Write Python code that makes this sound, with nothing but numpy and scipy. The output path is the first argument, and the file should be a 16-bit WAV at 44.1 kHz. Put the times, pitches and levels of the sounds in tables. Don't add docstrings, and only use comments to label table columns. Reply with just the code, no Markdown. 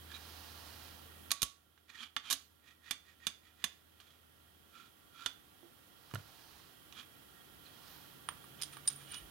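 import sys
import numpy as np
from scipy import signal
from scipy.fft import rfft, irfft, next_fast_len
from scipy.io import wavfile
from scipy.ndimage import uniform_filter1d

SR = 44100
rng = np.random.default_rng(int(sys.argv[2]) if len(sys.argv) > 2 else 0)


def persist_wave(psi):
    counts = np.round(np.clip(psi, -1, 1) * 32767).astype(np.int16)
    wavfile.write(sys.argv[1], SR, np.atleast_2d(counts).T)


N = 410130
T = np.arange(N) / SR
BLOW = T[:SR // 2]


def undb(db):
    return 10 ** (np.asarray(db) / 20)


def unit(x):
    return x / np.sqrt(np.mean(x ** 2))


def blow_unit(x):
    return x / np.sqrt(np.sum(x ** 2) / (SR / 100))


def curve(rows):
    return undb(np.interp(T, *np.transpose(rows)))


def lookup(x, rows):
    return np.interp(x, *np.transpose(rows))


def colour(points):
    hz, db = np.transpose(points)
    return lambda f: undb(np.interp(np.log(f + 1), np.log(hz), db))


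def peak(hz, width_hz):
    return lambda f: 1 / (1 + ((f - hz) / width_hz) ** 2)


def shape(x, gain):
    size = next_fast_len(len(x))
    spectrum = rfft(x, size) * gain(np.fft.rfftfreq(size, 1 / SR))
    return irfft(spectrum, size)[:len(x)]


def noise(size, gain):
    return unit(shape(rng.standard_normal(size), gain))


def fade(t60_s):
    return np.exp(-np.log(1000) * BLOW / max(t60_s, 1e-3))


def onset(attack_s):
    return 1 - np.exp(-BLOW / attack_s)


def ring(hz, t60_s):
    return np.sin(2 * np.pi * (hz * BLOW + rng.random())) * fade(t60_s)


def add(out, s, x):
    i = int(s * SR)
    x, i = x[max(-i, 0):], max(i, 0)
    out[i:i + len(x)] += x[:max(N - i, 0)]


# f/Hz, relative level/dB
AIR_LEFT = [(25, -17), (70, 3.5), (130, 4.5), (330, 2.5), (700, -3), (1400, -13), (2200, -15.5),
            (3300, -16), (5800, -21.5), (8800, -13.5), (15500, -14)]
AIR_RIGHT = [(25, -20), (70, 8), (130, 4.5), (330, 3), (700, -5.5), (1400, 0), (2300, -5.5), (3200, 0.5),
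             (4500, -8), (7600, -13), (11500, -4), (15500, -6.5)]
# f/Hz, full width/Hz, level/dB (right channel)
WHIRR = [(309, 40, -70), (754, 82, -72.5), (1155, 35, -73.5), (1380, 58, -68), (1640, 15, -78),
         (1876, 6.3, -73), (1915, 34, -73.5), (3080, 15, -73.5), (3280, 75, -68)]
# t/s, level/dB
HUM = [(0, -58.5), (1.6, -64.5), (4.65, -65.5), (4.95, -91)]
LATE_HUM = [(6, -87), (9.1, -63.5), (9.25, -88)]


def background(shared_hz=230, whirr_left_db=-7, flicker_db=0.26, waver_hz=0.7):
    common = shape(rng.standard_normal(N), lambda f: (shared_hz / (f + shared_hz / 2)) ** 2)
    whirr_level = np.linalg.norm(undb([row[2] for row in WHIRR]))

    def whirr_gain(f):
        return sum(undb(db) / np.sqrt(width) * peak(hz, width / 2)(f) for hz, width, db in WHIRR)

    def ear(points, air_db, whirr_db):
        def even(f):
            return colour(points)(f) / np.sqrt(1 + (shared_hz / (f + shared_hz / 2)) ** 4)
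        air = unit(shape(common + rng.standard_normal(N), even))
        air = air * undb(flicker_db * noise(N, peak(0, 18)))
        whirr = whirr_level * noise(N, whirr_gain)
        return undb(air_db) * air + undb(whirr_db) * whirr

    def hum(hz):
        wavering_hz = hz + waver_hz * noise(N, peak(0, 5.6))
        return np.sqrt(2) * np.sin(2 * np.pi * np.cumsum(wavering_hz) / SR)

    ears = np.array([ear(AIR_LEFT, -59.5, whirr_left_db), ear(AIR_RIGHT, -54.5, 0)])
    return ears + hum(79.5) * curve(HUM) + hum(139.5) * curve(LATE_HUM)


def workshop(x, wet_db, early_db, t60_s=0.3, treble_t60_s=0.3, early_t60_s=0.034, bass_hz=160):
    low = noise(len(BLOW), peak(0, 7000)) * fade(t60_s)
    high = noise(len(BLOW), peak(8600, 4000)) * fade(treble_t60_s)
    tail = (low + 0.5 * high) * onset(0.005)
    early = rng.standard_normal(len(BLOW)) * fade(early_t60_s) * (BLOW > 0.0007)
    response = undb(wet_db) * tail / np.linalg.norm(tail) + undb(early_db) * early / np.linalg.norm(early)
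    reflected = signal.fftconvolve(x, response)[:N]
    return shape(reflected, lambda f: f / np.hypot(f, bass_hz))


# t/s, level/dB
WHISTLES = [(2.36, -58), (7.87, -57)]


def whistles(start_hz=14800, fall_hz_per_s=9500, width_hz=300, attack_s=0.025, t60_s=1.0):
    out = np.zeros(N)
    glide = np.sqrt(2) * np.sin(2 * np.pi * np.cumsum(start_hz - fall_hz_per_s * BLOW) / SR)
    for s, db in WHISTLES:
        hiss = glide * noise(len(BLOW), peak(0, width_hz))
        add(out, s, undb(db) * hiss * fade(t60_s) * onset(attack_s))
    return out


# f/Hz, relative level/dB
RUB_COLOUR = [(150, -6), (400, -4), (800, 4), (1300, 1.5), (2200, -3), (4500, 2), (6000, -4), (8000, -12.5),
              (15000, -9)]
# hold start/s, hold end/s, level/dB
RUBS = [(0.237, 0.853, -52.5), (6.16, 6.58, -54), (7.89, 7.935, -53.5)]


def fingers(rise_db_per_s=50, fall_db_per_s=50, resting_db=-67.5, flutter_db=0.64):
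    effort = undb(resting_db)
    for start, end, db in RUBS:
        envelope_db = np.minimum(rise_db_per_s * (T - start), fall_db_per_s * (end - T))
        effort = np.maximum(effort, undb(db + np.minimum(envelope_db, 0)))
    flutter = undb(flutter_db * noise(N, peak(0, 39)))
    return noise(N, colour(RUB_COLOUR)) * effort * flutter


# t/s, level/dB, f/Hz, t60/s
THUDS = [(1.4287, -30, 56.4, 0.081), (1.429, -29, 126, 0.047), (5.6306, -46.6, 341, 0.2),
         (6.1388, -32, 135, 0.12), (6.146, -40.5, 103, 0.28), (6.1557, -35, 660, .036),
         (9.21, -62, 44.9, .7)]


def thuds(rows=THUDS, dull_db=-8, attack_s=0.00027):
    out = np.zeros(N)
    for s, db, hz, t60_s in rows:
        swing = np.sin(2 * np.pi * hz * BLOW) + undb(dull_db) * noise(len(BLOW), peak(hz, 0.43 * hz))
        motion = swing * fade(t60_s) * onset(attack_s)
        pressure = np.gradient(motion) * SR / (2 * np.pi * hz)
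        add(out, s, undb(db) * np.sqrt(2) * pressure)
    return out


def contact(corner_hz, body_db, body_hz, body_width_hz):
    return lambda f: undb(body_db * peak(body_hz, body_width_hz)(f)) / np.sqrt(1 + (f / corner_hz) ** 4)


# f/Hz, relative level/dB
CRACK = [(30, -45), (120, -16), (280, -15.5), (550, -14.5), (850, -7), (1200, 2), (2500, -4), (3400, 7.5),
         (5000, 0.5), (6700, 4.5), (8600, -1.5), (11000, 2), (13200, 1.5), (15500, -12.5)]
# f/Hz, full width/Hz, relative level/dB
PRESSED = [(248, 83, 7), (1290, 220, -13.5), (1920, 35, -26), (2410, 220, -1.5), (3320, 66, -7),
           (3544, 27, -7), (4680, 150, -11), (5750, 51, -20), (7030, 25, 0.5), (7220, 51, -30)]


def slides(rows, corner_hz, singing_db, modes_db, body_db=3, body_hz=1800, body_width_hz=900, judder_db=2.0):
    out, t = np.zeros(N), BLOW - BLOW[-1] / 2
    touch = contact(corner_hz, body_db, body_hz, body_width_hz)

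    def steel(f):
        modes = sum(undb(db) * peak(hz, width / 2)(f) for hz, width, db in PRESSED)
        return colour(CRACK)(f) * (1 + undb(modes_db) * modes)

    for s, half_s, db, singing_hz in rows:
        grains = rng.laplace(size=len(t)) * undb(judder_db * noise(len(t), peak(0, 74)))
        scrape = unit(shape(shape(grains, steel), touch))
        singing = unit(shape(grains, peak(singing_hz, 0.03 * singing_hz)))
        push = np.exp(-(t / half_s) ** 2)
        add(out, s + t[0], undb(db) * unit(scrape + undb(singing_db) * singing) * push)
    return out


def strikes(rows, modes, knock, modes_db, seat_hz, seat_db, seat_t60_s, after_db, after_t60_s,
            body_hz, body_width_hz, snap_db=1, snap_t60_s=0.013, shimmer_db=-12, shimmer_t60_s=0.18,
            scatter_db=3.0, seat_spread=0.00094, attack_s=0.00014):
    out = np.zeros(N)
    for s, db, corner_hz, t60_s in rows:
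        touch = contact(corner_hz, lookup(corner_hz, knock), body_hz, body_width_hz)
        snap_and_chatter = fade(t60_s) + undb(snap_db) * fade(snap_t60_s)
        crack = blow_unit(noise(len(BLOW), colour(CRACK)) * snap_and_chatter)
        shimmer = blow_unit(noise(len(BLOW), peak(5560, 4800)) * fade(shimmer_t60_s))
        rings = blow_unit(sum(undb(mode_db + scatter_db * rng.standard_normal()) * ring(hz, mode_t60_s)
                              for hz, mode_db, mode_t60_s in modes))
        hit = blow_unit(shape(crack + undb(shimmer_db) * shimmer + undb(modes_db) * rings, touch))
        note_hz = seat_hz * (1 + seat_spread * rng.standard_normal())
        note = ring(note_hz, after_t60_s) * (fade(seat_t60_s) + undb(after_db))
        hit = hit + undb(seat_db) * blow_unit(note)
        hit = hit * onset(attack_s) * (BLOW < BLOW[-1] * 0.9)
        add(out, s, undb(db) * blow_unit(hit))
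    return out


# t/s, swell sigma/s, f/Hz, level/dB
SQUEAKS = [(8.8834, .0047, 9085, -24.5), (8.903, 0.0018, 9360, -42), (8.924, 0.012, 9170, -59),
           (8.962, .0045, 9610, -50), (9.12, 0.0035, 9160, -43.5), (9.145, 0.051, 9320, -58.5),
           (9.176, .0095, 9560, -48)]
# level/dB, roughness (0-1)
SQUEAK_GRIT = [(-52, 0.9), (-43, 0.07)]


def squeaks(waver_hz=25, rough_width_hz=130):
    out, t = np.zeros(N), BLOW - BLOW[-1] / 2
    for s, swell_s, hz, db in SQUEAKS:
        rough = np.clip(lookup(db, SQUEAK_GRIT), 0, 1)
        phase = 2 * np.pi * np.cumsum(hz + waver_hz * noise(len(t), peak(0, 120))) / SR
        clean = np.sqrt(2 * (1 - rough ** 2)) * np.sin(phase)
        grit = rough * noise(len(t), peak(hz, rough_width_hz))
        add(out, s + t[0], undb(db) * (clean + grit) * np.exp(-(t / swell_s) ** 2 / 2))
    return out


# t/s, level/dB, contact corner f/Hz, clatter t60/s
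TICKS = [(8.2879, -32, 3120, 0.011), (8.441, -53, 3300, .035), (8.6155, -41, 5500, 0.017),
         (8.6215, -35, 5500, 0.019), (8.6335, -36, 5500, 0.07), (8.769, -46.5, 3050, 0.037),
         (8.856, -55, 3480, .03), (8.876, -30.5, 6940, 0.041), (8.901, -45, 5000, 0.15),
         (9.143, -43, 4570, 0.055)]
# f/Hz, relative level/dB, t60/s
CUTTER = [(1160, -8, 0.023), (2250, -1.5, 0.017), (3250, 5.5, 0.016), (4870, 1, 0.029), (5180, 2, 0.017),
          (7000, -26, .1), (9200, -16, 0.045), (9190, 4.5, 0.054), (9560, 4, 0.046), (9370, -4, .05)]
# contact corner f/Hz, body gain/dB
CUTTER_KNOCK = [(3300, 14), (5400, -8.5)]


def cutter_ticks():
    return strikes(TICKS, CUTTER, CUTTER_KNOCK, modes_db=-0.5, seat_hz=9400, seat_db=-8.5, seat_t60_s=0.027,
                   after_db=-19, after_t60_s=0.19, seat_spread=0.012, body_hz=1290, body_width_hz=1100)


# t of hardest push/s, 1/e half length/s, level/dB, singing f/Hz
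SLIDES = [(.118, .015, -49.5, 1680), (.157, 0.022, -45.5, 3820), (1.385, .04, -40, 3980),
          (1.902, 0.015, -37.5, 1883), (1.965, 0.051, -39.5, 1863), (2.29, .05, -33.5, 3180),
          (4.08, .1, -54.5, 3260), (6.986, 0.042, -43, 3290), (7.665, 0.028, -55, 4130),
          (8.608, 0.018, -50, 3030), (8.737, 0.017, -48.5, 9500), (9.02, 0.028, -55.5, 9500),
          (9.14, 0.057, -47, 2950)]


def steel_slides():
    return slides(SLIDES, corner_hz=3930, singing_db=-5.5, modes_db=9)


# f/Hz, relative level/dB, t60/s
STEEL = [(267, -16.5, 0.1), (1148, -17, 0.15), (1355, -13.5, 0.064), (1566, -17, 0.023), (2100, -23, 0.048),
         (2400, 2, 0.023), (2894, 7, 0.018), (3240, -5.5, 0.098), (3600, -14, 0.067), (3690, -4.5, 0.076),
         (4100, 0.5, 0.031), (4560, 6, 0.028), (5830, -5, 0.091), (5850, -18, 0.11), (6210, -5.5, 0.09),
         (6540, -3, 0.074), (8140, -18, 0.18), (9000, -8, .07), (10780, -1, .07), (11200, -14, .06)]
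# t/s, level/dB, contact corner f/Hz, clatter t60/s
CLICKS = [(1.3062, -32, 5940, 0.12), (1.3154, -12, 11500, .013), (1.3171, -13.5, 10000, 0.023),
          (1.4188, -13.5, 10040, 0.047), (1.4292, -11, 12600, .026), (1.777, -49, 3460, 0.036),
          (2.3012, -18.5, 9000, 0.089), (2.3085, -13, 9200, 0.1), (2.3265, -14, 9100, 0.047),
          (4.001, -43.5, 4640, 0.081), (6.112, -47.5, 4000, 0.029), (6.139, -41, 1680, 0.024),
          (6.1475, -41, 15000, 0.0089), (6.1556, -34.5, 3500, .03), (6.925, -47, 5500, 0.017)]
# contact corner f/Hz, body gain/dB
BLOCK_KNOCK = [(3500, 12), (5000, 1), (11000, -5.5)]


def loose_clicks():
    return strikes(CLICKS, STEEL, BLOCK_KNOCK, modes_db=-8, seat_hz=1128, seat_db=-21, seat_t60_s=0.11,
                   after_db=-2, after_t60_s=0.21, body_hz=1390, body_width_hz=770,
                   snap_db=-7.5, snap_t60_s=0.021, shimmer_db=-15, shimmer_t60_s=0.15)


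# click t/s, click level/dB, contact corner f/Hz,
# tip-back lead/s, tipping scrape level/dB, closing scrape level/dB, singing f/Hz
SEATINGS = [(2.1644, -16, 3690, .14, -29.5, -66, 3230), (2.9093, -17, 8040, 0.22, -46, -41.5, 1880),
            (3.2682, -16.5, 10100, 0.17, -47.5, -45.5, 1884),
            (3.641, -16.5, 9900, .163, -50.5, -46.5, 1920), (5.2607, -20.5, 4100, 0.46, -46, -43, 1366)]
SEATED_KNOCK = [(3500, 12), (4100, -0.5), (8500, 7.5)]


def seatings(clatter_t60_s=0.029, bench_db=-19, bench_hz=190, bench_t60_s=0.057,
             hard_contact_hz=9700, bump_db_per_octave=12):
    strokes, clicks, bumps = [], [], []
    for s, db, corner_hz, lead_s, tipping_db, closing_db, singing_hz in SEATINGS:
        half_s = 0.027 + 0.087 * lead_s
        strokes.append((s - lead_s, half_s, tipping_db, singing_hz))
        strokes.append((s - 0.5 * half_s, half_s, closing_db, singing_hz))
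        clicks.append((s, db, corner_hz, clatter_t60_s))
        hardness_octaves = np.log2(corner_hz / hard_contact_hz)
        bumps.append((s, db + bench_db + bump_db_per_octave * hardness_octaves, bench_hz, bench_t60_s))
    home = strikes(clicks, STEEL, SEATED_KNOCK, modes_db=-6, seat_hz=3496, seat_db=-1.5, seat_t60_s=0.033,
                   after_db=-17, after_t60_s=0.25, body_hz=2000, body_width_hz=770,
                   snap_db=-7, snap_t60_s=0.024, shimmer_db=-12.5, shimmer_t60_s=0.13)
    return home + thuds(bumps) + slides(strokes, corner_hz=3870, singing_db=-4, modes_db=12, body_db=0.5)


# f/Hz, gain/dB
SHADE = [(120, 0), (500, -24), (1100, -11.5), (2200, -14.5), (4000, -15), (7500, -18.5), (9100, -1),
         (10500, -6), (14000, -4.5)]


def scene():
    cutter = cutter_ticks() + squeaks()
    block = steel_slides() + loose_clicks() + seatings()
    bench = whistles() + fingers() + thuds() + cutter + block
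    left = shape(bench, colour(SHADE)) + workshop(bench, wet_db=-28.5, early_db=-14.5)
    right = bench + workshop(bench, wet_db=-16.5, early_db=-10.5)
    return background() + np.array([left, right])


def gain_control(x, ceiling_db=-24, detector_s=0.0099, recovery_db_per_s=2):
    power = uniform_filter1d(np.max(x ** 2, axis=0), int(detector_s * SR))
    over_db = np.maximum(10 * np.log10(np.abs(power) + 1e-18) - ceiling_db, 0)
    recovered_db = recovery_db_per_s * T
    cut_db = np.maximum.accumulate(over_db + recovered_db) - recovered_db
    return x * undb(-cut_db)


def record(dry, top_hz=15900):
    low_pass = signal.ellip(10, 0.2, 70, top_hz, fs=SR, output="sos")
    return signal.sosfilt(low_pass, gain_control(dry))


dry = scene()
out = record(dry)
persist_wave(out)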